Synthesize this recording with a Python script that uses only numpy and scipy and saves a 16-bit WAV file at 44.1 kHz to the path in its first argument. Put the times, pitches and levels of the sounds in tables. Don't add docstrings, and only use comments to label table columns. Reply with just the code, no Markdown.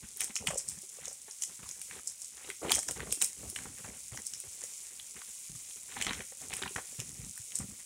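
import sys
import numpy as np
from scipy import signal
from scipy.fft import rfft, irfft
from scipy.io import wavfile

SR = 44100
rng = np.random.default_rng(int(sys.argv[2]) if len(sys.argv) > 2 else 0)


def master(y):
    cut = np.clip(np.atleast_2d(y).T, -1, 1)
    pcm = np.round(cut * 32767)
    wavfile.write(sys.argv[1], SR, pcm.astype(np.int16))


N = 346185
TIME = np.arange(N) / SR

# (time [s], level [dB])
SIZZLE_LEVELS = [(0, -50.5), (2.4, -49), (4.6, -47), (7, -46.5), (7.85, -49)]
# (frequency [Hz], relative level [dB])
SIZZLE_TONE = [(290, -49), (500, -7), (638, -39), (863, -18.5), (1200, -20), (1880, -21.5), (2010, -10),
               (2360, -7), (2760, -8.5), (3190, -7.5), (4500, -7), (7030, 5), (9790, 3.5), (11800, -9),
               (15500, -12.5)]
# (time [s], tick level [dB], tick pitch [Hz], panel level [dB], panel pitch [Hz])
SNAPS = [(0.171, -39, 9700, -65, 3200), (0.2, -50, 9000, -48, 3300), (0.206, -25.5, 8900, -35.5, 2150),
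         (0.216, -31, 6740, -36, 2250), (0.226, -34, 8160, -53, 2700), (0.243, -28, 8500, -63, 2700),
         (0.3558, -28, 6360, -44, 4100), (0.3639, -32, 6850, -34.5, 2580), (0.4717, -28, 8600, -25, 2540),
         (0.4878, -32, 7100, -61, 2200), (0.508, -36, 7600, -59, 1310), (0.544, -37, 7350, -69, 1700),
         (0.5756, -34, 6840, -77, 1600), (0.58, -28, 7400, -78, 3000), (0.5837, -30.5, 8100, -73, 2300),
         (0.687, -28.5, 7700, -73, 3270), (0.696, -34.5, 8750, -64, 3400), (0.819, -41.5, 9000, -77, 3540),
         (1.055, -35, 6400, -52, 3020), (1.0807, -34, 6470, -75, 1300), (1.129, -38.5, 7900, -70, 2400),
         (1.31, -39.5, 5540, -76, 3000), (1.4215, -28, 6540, -44, 2940), (1.4355, -27.5, 6800, -43.5, 2760),
         (1.69, -37.5, 7150, -49.5, 3700), (1.7121, -35, 6400, -71, 2500), (1.8152, -36, 8700, -49.5, 2500),
         (1.911, -59, 7400, -41, 1740), (2.074, -28.5, 7400, -64, 3100), (2.218, -35.5, 8150, -58, 2800),
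         (2.245, -37, 7300, -70, 4000), (2.501, -37, 8700, -34.5, 2200), (2.6951, -37, 7800, -31, 2450),
         (2.706, -29, 6850, -38, 2250), (2.7186, -20.5, 8500, -20.5, 3220), (2.7403, -28, 6700, -41, 2400),
         (2.7496, -26, 6640, -53, 3200), (2.754, -21.5, 8550, -50, 3200), (2.7903, -26.5, 7360, -51, 2000),
         (2.8297, -35, 8100, -48, 1880), (2.8863, -28.5, 7050, -38, 1500), (2.91, -29.5, 8340, -46, 2400),
         (3.004, -44.5, 7500, -36, 1500), (3.108, -41, 7600, -46, 3270), (3.1246, -22, 8860, -37, 2780),
         (3.2166, -24, 7200, -31.5, 3750), (3.2225, -20, 8800, -33.5, 2500),
         (3.2434, -25.5, 9100, -65, 2700), (3.4996, -35.5, 9400, -70, 1500),
         (3.5612, -35, 8440, -34.5, 1900), (3.588, -45, 8200, -42, 1820), (4.174, -38.5, 5900, -40.5, 1660),
         (4.267, -30, 8300, -66, 3600), (4.3357, -34.5, 5660, -48, 3370), (4.4014, -36, 8550, -56, 2500),
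         (4.638, -35.5, 7150, -69, 1000), (4.997, -60, 8100, -42, 3250), (5.2167, -62, 7700, -44, 1230),
         (5.709, -58, 7500, -50.5, 2950), (5.9655, -61, 7500, -42, 2000), (6.013, -33, 6500, -30, 1960),
         (6.023, -29, 7900, -30.5, 3000), (6.0472, -37, 6560, -38, 2900), (6.0667, -38, 6000, -28.5, 2100),
         (6.1073, -49, 7540, -33, 1850), (6.1322, -38, 5840, -34.5, 2050), (6.2056, -50, 7160, -38.5, 2060),
         (6.5369, -33.5, 8300, -39, 2580), (6.567, -34.5, 8900, -56, 2580), (6.624, -48, 7400, -33, 3400),
         (6.6346, -53, 6900, -33.5, 1670), (6.677, -61, 8100, -37, 2500), (6.7622, -39, 6100, -33.5, 1820),
         (7.0012, -34, 6440, -39.5, 2600), (7.3767, -39.5, 9400, -48, 1410),
         (7.5193, -43, 7100, -46.5, 2520), (7.555, -26, 7900, -55, 3300), (7.5872, -30, 8300, -55, 3200)]
# (frequency [Hz], relative level [dB])
PLASTIC_TONE = [(1500, -51), (2600, -28), (4600, -10), (5300, 1.5), (6500, 0.5), (8800, 2.5), (9800, 0),
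                (11200, -9.5), (15500, -32)]
# (time [s], length [s], rustle level [dB], flap level [dB], tumble level [dB])
SHAKES = [(0.039, 0.0067, -59.5, -49, -66), (0.178, 0.13, -53.5, -70.5, -61), (0.413, 0.14, -82, -55, -56),
          (0.676, .1, -66.5, -62, -82), (0.918, 0.16, -60.5, -69.5, -65), (1.457, 0.085, -72, -71, -68),
          (1.631, 0.08, -57.5, -57.5, -59.5), (1.896, .1, -56, -59, -60.5), (2.374, 0.15, -56, -71, -61),
          (2.632, 0.089, -55, -56, -41.5), (2.691, 0.098, -49.5, -51.5, -47),
          (2.884, 0.025, -58, -48, -45.5), (2.969, 0.064, -52.5, -47, -51.5),
          (3.063, 0.068, -61, -52, -52.5), (3.217, 0.021, -50, -52.5, -49), (3.387, 0.14, -65, -55.5, -59),
          (3.57, 0.18, -59.5, -53.5, -60), (3.77, 0.21, -58.5, -59.5, -61.5),
          (4.124, 0.081, -58, -52.5, -57), (4.447, 0.019, -60, -54.5, -54), (4.586, 0.15, -62.5, -70, -68),
          (4.786, 0.13, -63.5, -78, -75.5), (5.151, 0.042, -53.5, -63.5, -66),
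          (5.51, 0.064, -79, -52.5, -68), (5.891, 0.05, -51.5, -65, -66.5), (5.965, 0.14, -42, -48, -49.5),
          (6.125, 0.092, -50.5, -53, -57.5), (6.416, 0.094, -57.5, -57, -58),
          (6.506, 0.095, -49.5, -61, -61.5), (6.631, 0.041, -55, -47.5, -47.5),
          (6.769, 0.0097, -68, -52, -47.5), (6.998, 0.019, -52.5, -50, -48),
          (7.036, 0.27, -66.5, -54, -69.5), (7.602, 0.045, -60, -46, -56), (7.695, 0.039, -74, -53.5, -64)]
# (frequency [Hz], relative level [dB])
RUSTLE_TONE = [(450, -36), (850, 1.5), (1150, -2), (1500, 1.5), (2000, 6), (2600, 2), (3300, -0.5),
               (4300, 0.5), (7000, -43.5)]
# (frequency [Hz], relative level [dB])
FLAP_TONE = [(25, -11), (60, 4.5), (120, -1.5), (240, 1), (350, -12.5), (600, -33.5)]
# (frequency [Hz], relative level [dB])
TUMBLE_TONE = [(150, -11), (300, -4), (490, -2), (800, -13.5), (1200, -14), (2000, -35)]
# (time [s], knock peak [dB], pitch [Hz], pat level [dB])
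CLUMPS = [(0.297, -44.5, 214, -52), (0.406, -47, 199, -54), (0.439, -43, 470, -63), (0.481, -35, 162, -35),
          (0.504, -34.5, 600, -35.5), (0.534, -36, 525, -66), (0.557, -33, 496, -70), (0.72, -55, 73, -70),
          (0.773, -49.5, 192, -57), (0.833, -53, 377, -84), (0.986, -45.5, 510, -59),
          (1.078, -44, 500, -58), (1.113, -49, 530, -59), (1.282, -48, 427, -50), (1.494, -57, 190, -56),
          (1.592, -51, 155, -51), (1.657, -57, 73, -49.5), (1.928, -55, 433, -61), (1.962, -48, 410, -61),
          (2.489, -42.5, 393, -54), (2.646, -37, 163, -41), (2.705, -39, 720, -31.5),
          (2.782, -36, 644, -40), (2.89, -41, 450, -43), (2.995, -41, 142, -40.5), (3.068, -45, 183, -45.5),
          (3.173, -48, 280, -58), (3.43, -62, 153, -56), (3.469, -48, 71, -70), (3.526, -48.5, 340, -66),
          (3.654, -44, 178, -43), (3.688, -48, 80, -61), (3.843, -47, 119, -42), (3.887, -45, 218, -64),
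          (4.122, -42.5, 87.5, -64), (4.186, -49, 199, -47), (4.438, -52, 475, -55), (4.469, -53, 80, -64),
          (4.636, -47, 490, -58), (5.161, -56, 373, -58), (5.497, -47, 141, -73), (5.55, -46, 113, -56),
          (5.967, -41.5, 830, -38), (6.067, -41, 250, -35), (6.107, -38, 250, -36), (6.321, -50, 516, -54),
          (6.618, -40.5, 380, -37), (6.658, -40, 212, -34.5), (6.707, -46, 366, -63), (6.759, -39, 94, -36),
          (6.78, -40, 723, -35), (6.987, -40.5, 110, -64), (7.191, -41, 101, -75), (7.265, -44.5, 185, -72),
          (7.396, -49, 102, -73), (7.601, -43, 113, -46.5)]
# (pitch [Hz], width [Hz], gain [dB])
PAN_RINGS = [(377.3, 21, -5), (493, 11.7, -15.5), (766, 45, -1), (1233, 23, -31), (1972, 23, -13.5),
             (2140, 15, -28), (3217, 27, -9.5)]
# (frequency [Hz], relative level [dB])
HUSH_TONE = [(18, -89), (30, -3), (81, -20), (244, 1), (307, -35), (580, 15), (662, 0), (1500, 7),
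             (1950, -37), (3300, -120)]


def frying():
    bubbles_per_s = 12000 * from_db(2.1 * drift(25))
    fizz = grains(bubbles_per_s, spread_db=2.5, low_hz=600, high_hz=17600, cycles=7.3)
    spits = grains(per_s=260, spread_db=4.4, low_hz=5600, high_hz=10500, cycles=4, count=8)
    loudness = from_db(np.interp(TIME, *np.transpose(SIZZLE_LEVELS)))
    return loudness * colour(fizz + from_db(-9) * spits, SIZZLE_TONE)


def bag_snaps():
    out, plastic = np.zeros(N), tone_filter(PLASTIC_TONE, size=256)
    for s, tick_db, tick_hz, panel_db, panel_hz in SNAPS + neighbour_snaps():
        slip = at_level(burst(decay_s=0.0012, rise_s=0.00021), 0)
        ring = at_level(burst(decay_s=0.027, rise_s=0.00067), -7)
        tick = resonance(signal.lfilter(plastic, [1], slip + ring), tick_hz, width_hz=1300)
        jolt = burst(decay_s=0.0014, rise_s=0.00039)
        panel = resonance(resonance(jolt, panel_hz, width_hz=580), panel_hz, width_hz=3000)
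        crack_db = (tick_db + min(panel_db, tick_db)) / 2 - 10
        crack = at_level(burst(decay_s=0.00017, rise_s=0.00005), crack_db)
        edge = resonance(burst(decay_s=0.0018, rise_s=0.0005), hz=13000, width_hz=5000)
        edge_db = tick_db + min(-13.5 + 48 * np.log2(tick_hz / 8570), 0)
        add(out, s, at_level(tick, tick_db) + at_level(panel, panel_db) + at_level(edge, edge_db))
        add(out, s, crack)
    return out


def neighbour_snaps():
    rows, chances = [], rng.uniform(-1, 1, (len(SNAPS), 3))
    for (s, tick_db, tick_hz, panel_db, panel_hz), (late, hard, high) in zip(SNAPS, chances):
        delay_s = np.interp(late, [-1, 1], [-0.014, 0.028])
        gain_db = -13.5 + 2.5 * hard
        detune = 1 + 0.13 * high
        rows.append((s + delay_s, tick_db + gain_db, tick_hz * detune,
                     panel_db + gain_db, panel_hz * detune))
    return rows


def bag_crinkle():
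    fine = grains(per_s=2900, spread_db=5.5, low_hz=2500, high_hz=13000, cycles=9)
    coarse = grains(per_s=880, spread_db=-1.0, low_hz=600, high_hz=4730, cycles=1.6)
    tick_strain = strain(column=1, lead_s=0.007, fade_s=0.022)
    panel_strain = strain(column=3, lead_s=0.0016, fade_s=0.0037)
    shower = from_db(-11) * tick_strain * colour(fine, PLASTIC_TONE)
    crunch = from_db(-7.5) * panel_strain * colour(coarse, RUSTLE_TONE)
    return shower + crunch


def strain(column, lead_s, fade_s):
    power = np.zeros(N)
    for snap in SNAPS:
        power[round(snap[0] * SR)] = from_db(snap[column]) ** 2
    after = signal.lfilter([1], [1, -np.exp(-2 / (fade_s * SR))], power + 1e-18)
    before = signal.lfilter([1], [1, -np.exp(-2 / (lead_s * SR))], power[::-1] + 1e-18)[::-1]
    return np.sqrt(after + before)


def pouring():
    scratches = grains(750 * from_db(4.2 * drift(45)), spread_db=2, low_hz=600, high_hz=3700, cycles=9.1)
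    bumps = grains(380 * from_db(4.2 * drift(35)), spread_db=4, low_hz=250, high_hz=1500, cycles=8.9)
    flaps = grains(per_s=410, spread_db=1, low_hz=35.6, high_hz=477, cycles=5.6)
    rustle = shaking(column=2, held_db=-69.5) * colour(scratches, RUSTLE_TONE)
    flap = shaking(column=3, held_db=-73) * colour(flaps, FLAP_TONE)
    tumble = shaking(column=4, held_db=-77) * colour(bumps, TUMBLE_TONE)
    jostle = rms_one(from_db(3.5 * drift(30)))
    return jostle * (rustle + tumble + flap)


def shaking(column, held_db):
    rise_s, fade_s = 0.019, 0.0094
    power = from_db(held_db) ** 2
    for shake in SHAKES:
        start_s, length_s = shake[:2]
        rise = np.clip(1 + (TIME - start_s) / rise_s, 0, 1)
        fade = np.exp(-np.clip((TIME - start_s - length_s) / fade_s, 0, 20))
        power = power + (from_db(shake[column]) * rise * fade) ** 2
    return np.sqrt(power)


def falling_clumps():
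    out, crumbs = np.zeros(N), tone_filter(RUSTLE_TONE, size=512)
    for s, peak_db, hz, pat_db in CLUMPS:
        settling = burst(decay_s=1 / hz, rise_s=0.00023, size=8192)
        push = signal.unit_impulse(len(settling)) + 0.7 * settling / np.linalg.norm(settling)
        knock = resonance(resonance(push, hz, width_hz=45 + 0.04 * hz), hz, width_hz=0.79 * hz)
        landing = burst(decay_s=0.0082, rise_s=0.00032)
        pat = resonance(signal.lfilter(crumbs, [1], landing), hz=1000, width_hz=500)
        add(out, s, from_db(peak_db) * knock / np.abs(knock).max())
        add(out, s, at_level(pat, pat_db))
    return out


def pan_hollow(x):
    return x + sum(from_db(db) * resonance(x, hz, width_hz) for hz, width_hz, db in PAN_RINGS)


def kitchen_echo(x, fade_s=0.27):
    t = TIME[:SR // 2]
    tail = rng.standard_normal(len(t)) * from_db(-60 * t / fade_s) * (1 - np.exp(-t / 0.00066))
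    return signal.oaconvolve(x, tail / np.sqrt(np.sum(tail ** 2)))[:N]


def room_hush():
    return from_db(-80) * colour(rng.standard_normal(N), HUSH_TONE)


def grains(per_s, spread_db, low_hz, high_hz, cycles, count=16):
    sizes = from_db(spread_db * np.minimum(rng.exponential(1, N), 4.2)) * rng.choice([-1, 1], N)
    clicks = sizes * (rng.random(N) < per_s / SR)
    choice = rng.integers(0, count, N)
    pitches = np.geomspace(low_hz, high_hz, count)
    rings = (resonance(clicks * (choice == k), hz, 2 * hz / cycles) for k, hz in enumerate(pitches))
    return rms_one(sum(rings))


def burst(decay_s, rise_s, size=2048):
    t = TIME[1:size + 1]
    return rng.standard_normal(size) * np.exp(-t / decay_s) * (1 - np.exp(-t / rise_s))


def drift(turns_per_s):
    return rms_one(np.interp(TIME * turns_per_s, np.arange(4096), rng.standard_normal(4096)))


def resonance(x, hz, width_hz):
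    r = np.exp(-np.pi * width_hz / SR)
    feedback = [1, -2 * r * np.cos(2 * np.pi * hz / SR), r * r]
    return signal.lfilter(np.array([1, 0, -1]) * (1 - r * r) / 2, feedback, x + 1e-18)


def tone_filter(tone, size=4096):
    hz, db = np.transpose(tone)
    grid_hz = np.maximum(np.arange(size // 2 + 1) * SR / size, 1)
    gains = from_db(np.interp(np.log(grid_hz), np.log(hz), db))
    cepstrum = irfft(np.log(gains))
    cepstrum[1:size // 2] *= 2
    cepstrum[size // 2 + 1:] = 0
    return irfft(np.exp(rfft(cepstrum)))


def colour(x, tone):
    return rms_one(signal.oaconvolve(x, tone_filter(tone))[:len(x)])


def from_db(db):
    return 10 ** (np.asarray(db) / 20)


def rms_one(x):
    return x / np.sqrt(np.mean(x ** 2) + 1e-20)


def at_level(x, db):
    return from_db(db) * x * np.sqrt(0.003 * SR / np.sum(x ** 2))


def add(out, s, sound):
    start = int(np.clip(s * SR, 0, N - 1))
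    out[start:start + len(sound)] += sound[:N - start]


def scene():
    sizzle = frying()
    bag = pan_hollow(bag_snaps() + bag_crinkle())
    spinach = pan_hollow(pouring() + falling_clumps())
    echo = kitchen_echo(from_db(-18) * sizzle + from_db(-10) * bag + from_db(-11.5) * spinach)
    return (sizzle + bag + spinach + echo + room_hush())[None]


def record(dry):
    bass_cut = signal.butter(2, 34, "high", fs=SR, output="sos")
    treble_cut = signal.ellip(10, 0.2, 70, 15750, fs=SR, output="sos")
    return signal.sosfilt(treble_cut, signal.sosfilt(bass_cut, dry))


dry = scene()
out = record(dry)
master(out)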